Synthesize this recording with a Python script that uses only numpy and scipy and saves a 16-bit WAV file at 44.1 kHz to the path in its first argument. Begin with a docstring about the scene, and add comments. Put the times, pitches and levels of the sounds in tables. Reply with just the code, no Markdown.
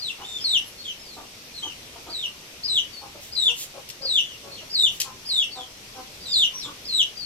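"""Under a lean-to in a quiet yard, trees hiss and a chick close by is already peeping as the scene opens.
From the first second a hen clucks softly, other chicks answer further off and a thin, high hiss passes;
from about two seconds the near chick peeps on steadily. Feet scuff dry litter past three seconds, a twig
snaps just before four, and near five come a scuff, a sharper snap and a second thin hiss. Chicks are
gliding whistles, the hen rings resonances, the rest is shaped noise; echoes answer, two ports listen."""
import sys
import numpy as np
from scipy import signal
from scipy.fft import rfft, irfft
from scipy.io import wavfile
from scipy.ndimage import uniform_filter1d

SR = 44100
rng = np.random.default_rng(int(sys.argv[2]) if len(sys.argv) > 2 else 0)


def log_audio(samples):
    """Write samples as a 16-bit WAV file to the path given in sys.argv[1]."""
    # one column per channel
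    frames = np.atleast_2d(samples).T
    # limit to full scale, then quantise
    limited = np.clip(frames, -1, 1)
    pcm = np.round(limited * 32767).astype(np.int16)
    wavfile.write(sys.argv[1], SR, pcm)


N = 319725
EDGE_HZ = 15900  # top of the recorded band


def gain_of(db):
    """Decibels to an amplitude factor."""
    return 10 ** (np.asarray(db) / 20)


def evened(x):
    """Scales to rms 1."""
    return x / np.sqrt(np.mean(x ** 2) + 1e-20)


def read(points, hz):
    """Reads a table of frequency points on a log-frequency axis."""
    f, value = np.transpose(points)
    return np.interp(np.log(hz + 1), np.log(f + 1), value)


def add(mix, s, sound, pan_db):
    """Lays a sound into both channels; pan_db is left minus right."""
    at = round(s * SR)
    sound = sound[max(-at, 0):]
    part = mix[:, max(at, 0):][:, :len(sound)]
    part += gain_of([[pan_db / 2], [-pan_db / 2]]) * sound[:part.shape[1]]


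def coloured(x, points):
    """Filters a signal by the spectrum of the table, then scales to rms 1."""
    colour = gain_of(read(points, np.fft.rfftfreq(len(x), 1 / SR)))
    return evened(irfft(rfft(x) * colour, len(x)))


def resonate(x, hz, width_hz):
    """Shifts the curve hz down to zero, smooths, and shifts back: a resonance of gain 1."""
    turn = np.exp(2j * np.pi * np.cumsum(hz) / SR)
    r = np.exp(-np.pi * width_hz / SR)
    return 2 * (turn * signal.lfilter([1 - r], [1, -r], x / turn)).real


def resonate_twice(x, hz, width_hz):
    """Two equal resonances in a row, for steeper skirts."""
    return resonate(resonate(x, hz, width_hz), hz, width_hz)


def columns(rows):
    """Joins the corners of a call into smoothed curves at the sample rate."""
    s, *values = np.transpose(rows)
    t = np.arange(s[0], s[-1], 1 / SR)
    return [uniform_filter1d(np.interp(t, s, v), size=150) for v in values]


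def later(x, seconds):
    """Delays a signal by turning the phase of each frequency."""
    return irfft(rfft(x) * np.exp(-2j * np.pi * np.fft.rfftfreq(N, 1 / SR) * seconds), N)


# colour of the yard: (frequency [Hz], relative level per Hz [dB])
YARD_COLOUR = [(12, -14), (25, -3), (90, -1), (320, -4), (480, -4), (800, -9), (1600, -10), (2500, -4),
               (3450, -5), (4700, -6.5), (5800, -5), (6700, -11), (9600, -16), (13200, -15.5), (14500, -24),
               (15000, -26), (15900, -55)]
# left-right likeness of the yard: (frequency [Hz], correlation [-1 to 1])
YARD_LIKENESS = [(60, .99), (170, .9), (500, .66), (900, .28), (1300, 0), (1700, -.2), (2300, 0)]
# stereo balance of the yard: (frequency [Hz], left minus right [dB])
YARD_BALANCE = [(500, 0), (1400, 4), (2500, 1.5), (5500, 2), (7300, -3), (9000, 0), (11500, 3), (14000, 0)]
YARD_DB = -43.5  # rms over both channels


def yard():
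    """Hiss of leaves and distant rumble: random short-time spectra with faint patches and a slow swell."""
    frames, hz = N // 256 + 5, np.fft.rfftfreq(1024, 1 / SR)
    a, b, c, d, patches = rng.standard_normal((frames, 513, 5)).T
    patches = uniform_filter1d(patches, size=10, axis=0)
    patches = evened(uniform_filter1d(patches, size=12, axis=1))
    t = np.arange(frames) * 256 / SR
    swell = evened(sum(np.sin(2 * np.pi * (f * t + rng.random())) / np.sqrt(f)
                       for f in np.geomspace(.15, 4, num=20)))
    same = read(YARD_LIKENESS, hz)[:, None]
    left = a + 1j * b
    right = same * left + np.sqrt(1 - same ** 2) * (c + 1j * d)
    lean = gain_of(read(YARD_BALANCE, hz) / 2)[:, None]
    level_db = read(YARD_COLOUR, hz)[:, None] + 1.2 * patches + .5 * swell
    spectra = np.array([left * lean, right / lean]) * gain_of(level_db)
    return gain_of(YARD_DB) * evened(signal.istft(spectra, nperseg=1024, noverlap=768)[1][:, :N])


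# decay of the echoes off roof and walls: (frequency [Hz], time to fall by 60 dB [s])
SHELTER_DECAY = [(300, .24), (3000, .21), (8000, .19), (15000, .16)]


def shelter(x):
    """Sparse echoes of random sign, dying band by band; three tails trade places as if the birds moved."""
    out, size = np.zeros((2, N)), SR // 2
    for k in range(3):
        taps = np.zeros((2, size))
        # one echo in every 20 samples
        at = np.arange(120, size - 20, 20) + rng.integers(0, 20, (2, (size - 121) // 20))
        np.put_along_axis(taps, at, rng.choice([-1., 1.], at.shape), axis=1)
        hz, t, spectra = signal.stft(taps, SR, nperseg=256)
        decay = gain_of(-60 * t / read(SHELTER_DECAY, hz)[:, None])
        tail = signal.istft(spectra * decay, SR, nperseg=256)[1]
        share = np.sqrt(2 / 3) * np.cos(np.pi * (np.arange(N) / SR * .45 + k / 3))
        out += signal.fftconvolve(x * share, tail / np.linalg.norm(tail[0]), axes=1)[:, :N]
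    return out


def hiss(length, hz, width_hz, level_db):
    """A short breath of noise in one high band, swelling and fading evenly."""
    size = round(length * SR)
    band = resonate_twice(rng.standard_normal(size), np.full(size, hz), width_hz)
    return gain_of(level_db) * evened(band) * np.hanning(size)


# thin, high hisses:
# (start [s], length [s], centre [Hz], width of each resonance [Hz], peak level [dB], left minus right [dB])
THIN_HISSES = [(0.636, 0.084, 11100, 900, -47.5, 3), (5.25, 0.079, 9900, 1200, -48, 6)]


def thin_hisses(mix):
    """Lays in the narrow bands of noise."""
    for s, *shape, pan_db in THIN_HISSES:
        add(mix, s, hiss(*shape), pan_db)


# colour of dry litter underfoot: (frequency [Hz], relative level per Hz [dB])
SCUFF_COLOUR = [(880, -47), (1500, -28), (3050, -2.5), (5140, -6), (7550, -0.5), (8750, -7.5), (13800, -8),
                (15800, -18)]


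def scuff(rise, fall, level_db):
    """A bright swish of fine grains that swells and fades; the peak lies .2 s in."""
    t = np.arange(-.2, .3, 1 / SR)
    grains = rng.standard_normal(len(t)) * gain_of(2.5 * rng.exponential(1, len(t)))
    swell = np.exp(-.5 * (t / np.where(t < 0, rise, fall)) ** 2)
    return gain_of(level_db) * coloured(grains, SCUFF_COLOUR) * swell


# feet in the litter: (peak time [s], rise [s], fall [s], peak level [dB], left minus right [dB])
FOOT_SCUFFS = [(3.229, .015, 0.051, -44.5, -2), (3.62, 0.035, 0.022, -32.5, -1.5),
               (4.94, 0.017, 0.035, -43.5, -2)]


def foot_scuffs(mix):
    """Lays in each stroke of a foot, placed by its peak."""
    for s, *shape, pan_db in FOOT_SCUFFS:
        add(mix, s - .2, scuff(*shape), pan_db)


# colour of splitting wood: (frequency [Hz], relative level per Hz [dB])
SNAP_COLOUR = [(710, -57), (1200, -44), (1950, -11), (3130, 0.5), (7840, -1), (8450, -9.5), (11400, -5),
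               (14000, -10), (15800, -26)]


def snap(level_db, length):
    """A sudden crackle of fibres, in bursts that trail off; the onset lies .05 s in."""
    t = np.arange(-.05, .2, 1 / SR)
    bursts = gain_of(2.5 * evened(uniform_filter1d(rng.standard_normal(len(t)), size=60)))
    shape = np.clip(t / .001, 0, 1) * np.exp(-abs(t / length) ** 3)
    return gain_of(level_db) * coloured(rng.standard_normal(len(t)), SNAP_COLOUR) * bursts * shape


# cracks of twigs: (onset [s], level before bursts [dB], crackle length [s], left minus right [dB])
TWIG_SNAPS = [(3.888, -35, .008, -1), (3.899, -35.5, 0.011, 7), (5.0, -22, 0.0048, 8),
              (5.0036, -20.5, 0.0082, 0), (5.014, -23.5, 0.0082, 7), (5.03, -32, .006, -6)]


def twig_snaps(mix):
    """Lays in each crack of a snapping twig, placed by its onset."""
    for s, *shape, pan_db in TWIG_SNAPS:
        add(mix, s - .05, snap(*shape), pan_db)


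CLUCK_RISE_DB, CLUCK_FALL_DB = -9.5, -16  # effort at the start and at the end, relative to the peak
CLUCK_SAG = .06  # share by which the pitch sinks through a cluck


def cluck_rows(rise, fall, effort_db, hz, throat_hz):
    """The corners of one cluck: (time [s], effort [dB], pitch [Hz], throat [Hz])."""
    return [(0, effort_db + CLUCK_RISE_DB, hz * (1 + CLUCK_SAG / 2), throat_hz),
            (rise, effort_db, hz, throat_hz),
            (rise + fall, effort_db + CLUCK_FALL_DB, hz * (1 - CLUCK_SAG / 2), throat_hz)]


def cluck(rows, odd, chest_db, rough):
    """Uneven pulses and puffs of air ring the throat, the chest and, weakly, the beak."""
    effort_db, hz, throat_hz = columns(rows)
    wobble = uniform_filter1d(rng.standard_normal(len(hz)), size=200)
    turns = np.cumsum(hz * (1 + 0.15 * wobble)) / SR
    # only the odd harmonics, fundamental included, are scaled by odd
    pulses = sum(odd ** (k % 2) * np.cos(2 * np.pi * k * turns) for k in range(1, 8))
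    puffs = (0.27 + np.exp(-(turns % 1) / 0.45)) * rng.standard_normal(len(hz))
    drive = (1 - rough) * evened(pulses) + rough * 4.0 * evened(puffs)
    throat = resonate_twice(drive, throat_hz, 300.0)
    beak = resonate_twice(drive, np.full(len(hz), 1300.0), 600.0)
    chest = resonate_twice(drive, np.full(len(hz), 410.0), 260.0)
    voice = evened(throat - gain_of(-13) * beak + gain_of(chest_db) * chest)
    return gain_of(effort_db) * voice * signal.windows.tukey(len(hz), .3)


# the hen: (peak time [s], rise [s], fall [s], peak effort [dB], pitch at the peak [Hz], throat [Hz],
#   strength of odd harmonics [0-1], chest gain relative to throat [dB], hoarseness [0-1])
HEN_CLUCKS = [ (.218, .04, 0.054, -40.5, 267.6, 780, 0.7, -4.5, 0.76),
              (1.18, .022, 0.089, -41, 295.7, 705, 0.6, -1.5, 0.51),
              (1.668, .05, 0.032, -42, 292.8, 785, 1, 1.5, 0.38),
              (1.965, .017, 0.06, -45.5, 229.3, 700, 0.6, -4, .5),
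              (2.09, .03, .06, -40.5, 321.5, 680, 0.7, -0.5, 0.71),
              (3.045, .04, 0.06, -42.5, 269, 769, 1, -2.5, 0.46),
              (3.16, .022, 0.051, -44.5, 289, 580, .62, 0, 0.65),
              (3.495, .025, 0.063, -41.5, 240.6, 725, 0, -1, 0.31),
              (3.782, .055, 0.043, -41.5, 270.7, 560, 0.46, -5, 0.54),
              (4.055, .055, 0.025, -39.5, 262, 515, .44, -13, 0.37),
              (4.475, .055, 0.1, -44.5, 277.7, 634, 0.1, -0.5, 0.37),
              (4.63, .02, 0.043, -46.5, 318.4, 613, .54, 2, 0.45),
              (5.09, .05, 0.048, -40.5, 262.4, 913, 0.7, -10, 0.36),
              (5.594, .045, 0.043, -39, 251.9, 730, 0.9, -3.5, 0.4),
              (6.002, .06, 0.03, -40.5, 255.7, 750, 1, -2, 0.37),
              (6.555, .03, 0.027, -48.5, 262, 940, 0, -9, 0.37),
              (6.692, .05, 0.04, -39, 289.3, 1030, 0.9, -5, 0.46), ]


def hen_clucks(mix):
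    """Lays in the soft clucks, a little to the left, placed by their peaks."""
    for s, rise, fall, effort_db, hz, throat_hz, *voice in HEN_CLUCKS:
        rows = cluck_rows(rise, fall, effort_db, hz, throat_hz)
        add(mix, s - rise, cluck(rows, *voice), pan_db=1.5)


FLICK_S, FLICK_DB = 0.016, -12  # opening flick: length [s], starting level relative to the high note [dB]
# the pitch hangs early in the break, where the breath may catch, then tumbles:
# (share of the break's length, share of its change in pitch)
CATCH, TUMBLE = (.42, .22), (.6, 0.65)
TUMBLE_DB = -1.5  # level at the tumble, relative to the start of the slide
# after the drop: length [s], last pitch as a share of the low note, last level relative to it [dB]
FADE_S, FADE_TO, FADE_DB = .024, .88, -12


def peep_rows(flick_from, hold, fall, slide, drop, high_hz, from_hz, to_hz, low_hz,
              high_db, from_db, to_db, low_db, catch_db):
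    """The corners of one peep: (time [s], pitch [Hz], level [dB])."""
    slide_start = hold + fall
    slide_end = slide_start + slide
    low = slide_end + drop
    caught, tumbled = ((hold + when * fall, high_hz + share * (from_hz - high_hz))
                       for when, share in (CATCH, TUMBLE))
    return [(0, flick_from * high_hz, high_db + FLICK_DB),
            (FLICK_S, high_hz, high_db),
            (hold, high_hz, high_db),
            (*caught, high_db + catch_db),
            (*tumbled, from_db + TUMBLE_DB),
            (slide_start, from_hz, from_db),
            (slide_end, to_hz, to_db),
            (low, low_hz, low_db),
            (low + FADE_S, FADE_TO * low_hz, low_db + FADE_DB)]


# beak colour: (frequency [Hz], overtone level relative to the whistle, before reed and mix [dB])
BEAK_COLOUR = [(5400, -24), (6000, -22.5), (6600, -32), (7500, -19), (8300, -23.5), (9300, -73),
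               (11000, -25), (12700, -54), (14500, -45)]


def peep(rows, reed_db, flutter_db):
    """A gliding, slightly unsteady whistle and its overtones; the breath flutters a little."""
    hz, level_db = columns(rows)
    flutter, quiver = (evened(uniform_filter1d(uniform_filter1d(v, size=100), size=100))
                       for v in rng.standard_normal((2, len(hz))))
    phase = 2 * np.pi * np.cumsum(hz * (1 + .01 * quiver)) / SR
    overtones = np.zeros(len(hz))
    for k, db in zip((2, 3, 4), reed_db):
        in_band = k * hz < EDGE_HZ
        overtones += gain_of(db + read(BEAK_COLOUR, k * hz)) * in_band * np.sin(k * phase)
    breath = gain_of(level_db + flutter_db * flutter) * signal.windows.tukey(len(hz), .12)
    breath = np.sqrt(2) * breath  # levels are rms
    return breath * np.sin(phase), breath * overtones


def lay_peeps(mix, overtones, peeps, flick_from, reed_db):
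    """Lays whistles and overtones into separate mixes, since they radiate differently."""
    for s, *shape, pan_db in peeps:
        whistle, upper = peep(peep_rows(flick_from, *shape), reed_db, flutter_db=2.5)
        add(mix, s, whistle, pan_db)
        add(overtones, s, upper, pan_db)


# the other chicks, the first breaking upward: (start [s], hold to the break [s], break [s], slide [s],
#   drop [s], high [Hz], slide from [Hz], slide to [Hz], low [Hz], high [dB], slide from [dB],
#   slide to [dB], low [dB], gain early in the break relative to high [dB], left minus right [dB])
FAR_CHICK_PEEPS = [ (0.209, .016, .03, .115, 0.0298, 2943, 3695, 3530, 3190, -43, -42.5, -36.5, -44, -3, 1),
                   (0.777, .045, 0.033, .035, 0.028, 4370, 3400, 3074, 2830, -43.5, -40.5, -32, -47.5, -16, 0.5),
                   (.98, 0.036, .06, 0.043, 0.028, 5230, 4600, 4240, 3980, -51.5, -51, -49, -52, -5, 2),
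                   (1.531, 0.035, 0.022, 0.018, 0.016, 4270, 3950, 3780, 3600, -43, -40, -50, -56, 3, -1),
                   (1.618, .02, .024, .025, .02, 3180, 3060, 2940, 2790, -33, -40, -41, -47, -1, 4),
                   (2.918, 0.024, 0.022, 0.021, 0.019, 4590, 4450, 4420, 4370, -49, -48, -45, -57, 2, 4),
                   (4.22, 0.023, 0.043, 0.025, 0.028, 3470, 3290, 2970, 2840, -43, -47, -45.5, -51, -1, 3),
                   (4.504, 0.047, 0.034, 0.0096, 0.0084, 4385, 3000, 2870, 2760, -43, -46.5, -40, -59, -8, 2.5),
                   (5.505, .03, 0.036, .035, 0.0302, 4526, 3716, 3394, 3170, -41, -46, -39.5, -45.5, -7, 2),
                   (6.2, 0.028, 0.048, 0.057, 0.048, 4800, 3780, 3525, 3580, -44.5, -38.5, -33.5, -34, -4, 0.5),
                   (6.529, .055, 0.055, 0.014, 0.014, 5780, 3650, 3430, 3050, -39.5, -39, -34, -53, -3, 2.5),
                   (7.155, .035, 0.028, 0.017, 0.017, 4780, 4450, 4400, 4400, -40, -39.5, -40, -41, -1, 5.5),
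                   ]


def far_chicks(mix, overtones):
    """Further chicks: a reedy second overtone, little above it, and hardly any opening flick."""
    # flick_from: first pitch as a share of the high note; reed_db: gain of overtones 2, 3 and 4
    lay_peeps(mix, overtones, FAR_CHICK_PEEPS, flick_from=0.96, reed_db=[10, -2, -10])


# the near chick: (start [s], hold to the break [s], break [s], slide [s],
#   drop [s], high [Hz], slide from [Hz], slide to [Hz], low [Hz], high [dB], slide from [dB],
#   slide to [dB], low [dB], gain early in the break relative to high [dB], left minus right [dB])
NEAR_CHICK_PEEPS = [ (-.06, 0.059, 0.043, 0.041, .016, 4780, 4155, 3595, 2830, -31, -32, -32.5, -32, -12, 2.5),
                    (0.394, .035, .027, 0.073, 0.034, 5180, 4237, 3690, 2990, -39, -24, -24, -16, -2, 2),
                    (2.089, .025, 0.035, 0.074, 0.023, 4750, 4027, 3500, 2962, -40.5, -31, -35.5, -24, 2, 1),
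                    (2.627, .034, .034, .058, .03, 5020, 4060, 3790, 3120, -28, -26, -27.5, -18, -11, 2),
                    (3.31, 0.037, 0.023, .11, .013, 4910, 4093, 3430, 2938, -38.5, -27.5, -21, -20, 5, 3),
                    (4.008, 0.034, 0.031, 0.1, 0.015, 4940, 4320, 3360, 3017, -37.5, -27.5, -22.5, -15.5, 11, 2.5),
                    (4.69, .04, .038, .093, 0.0107, 5020, 4050, 3452, 3036, -37, -24.5, -17.5, -19.5, 13, 2),
                    (5.244, 0.036, 0.037, .104, 0.0093, 5020, 4040, 3260, 2903, -36.5, -26, -23, -22, 8, 1),
                    (6.271, 0.029, 0.079, 0.035, .024, 4970, 3760, 3534, 3037, -43, -21, -19, -15.5, 17.5, 1),
                    (6.84, 0.033, 0.023, 0.089, 0.027, 5100, 4294, 3750, 3046, -39, -29, -21.5, -16, 2, 1.5),
                    ]


def near_chick(mix, overtones):
    """The close chick: each peep flicks up from well below, breaks, slides and drops."""
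    lay_peeps(mix, overtones, NEAR_CHICK_PEEPS, flick_from=.75, reed_db=[1, 0, -1])


def scene():
    """All sources with their echoes; overtones beam away from the microphone and arrive mostly as echoes."""
    near, far, overtones, hen, litter = np.zeros((5, 2, N))
    thin_hisses(litter)
    foot_scuffs(litter)
    twig_snaps(litter)
    hen_clucks(hen)
    far_chicks(far, overtones)
    near_chick(near, overtones)
    birds = gain_of(-2) * near + gain_of(2) * far + gain_of(6) * overtones + gain_of(-3) * hen
    echoes = shelter(birds + gain_of(-6) * litter)
    direct = near + far + gain_of(-3) * overtones + hen + litter
    # direct sound comes from the side and reaches the right port .07 ms later
    ports = np.array([direct[0], later(direct[1], .00007)])
    return ports + echoes + yard()


def record(dry):
    """The band limit of the recorder: a steep low-pass."""
    low_pass = signal.firwin(511, EDGE_HZ, window=("kaiser", 9), fs=SR)
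    return signal.oaconvolve(dry, low_pass[None], "same")


dry = scene()
out = record(dry)
log_audio(out)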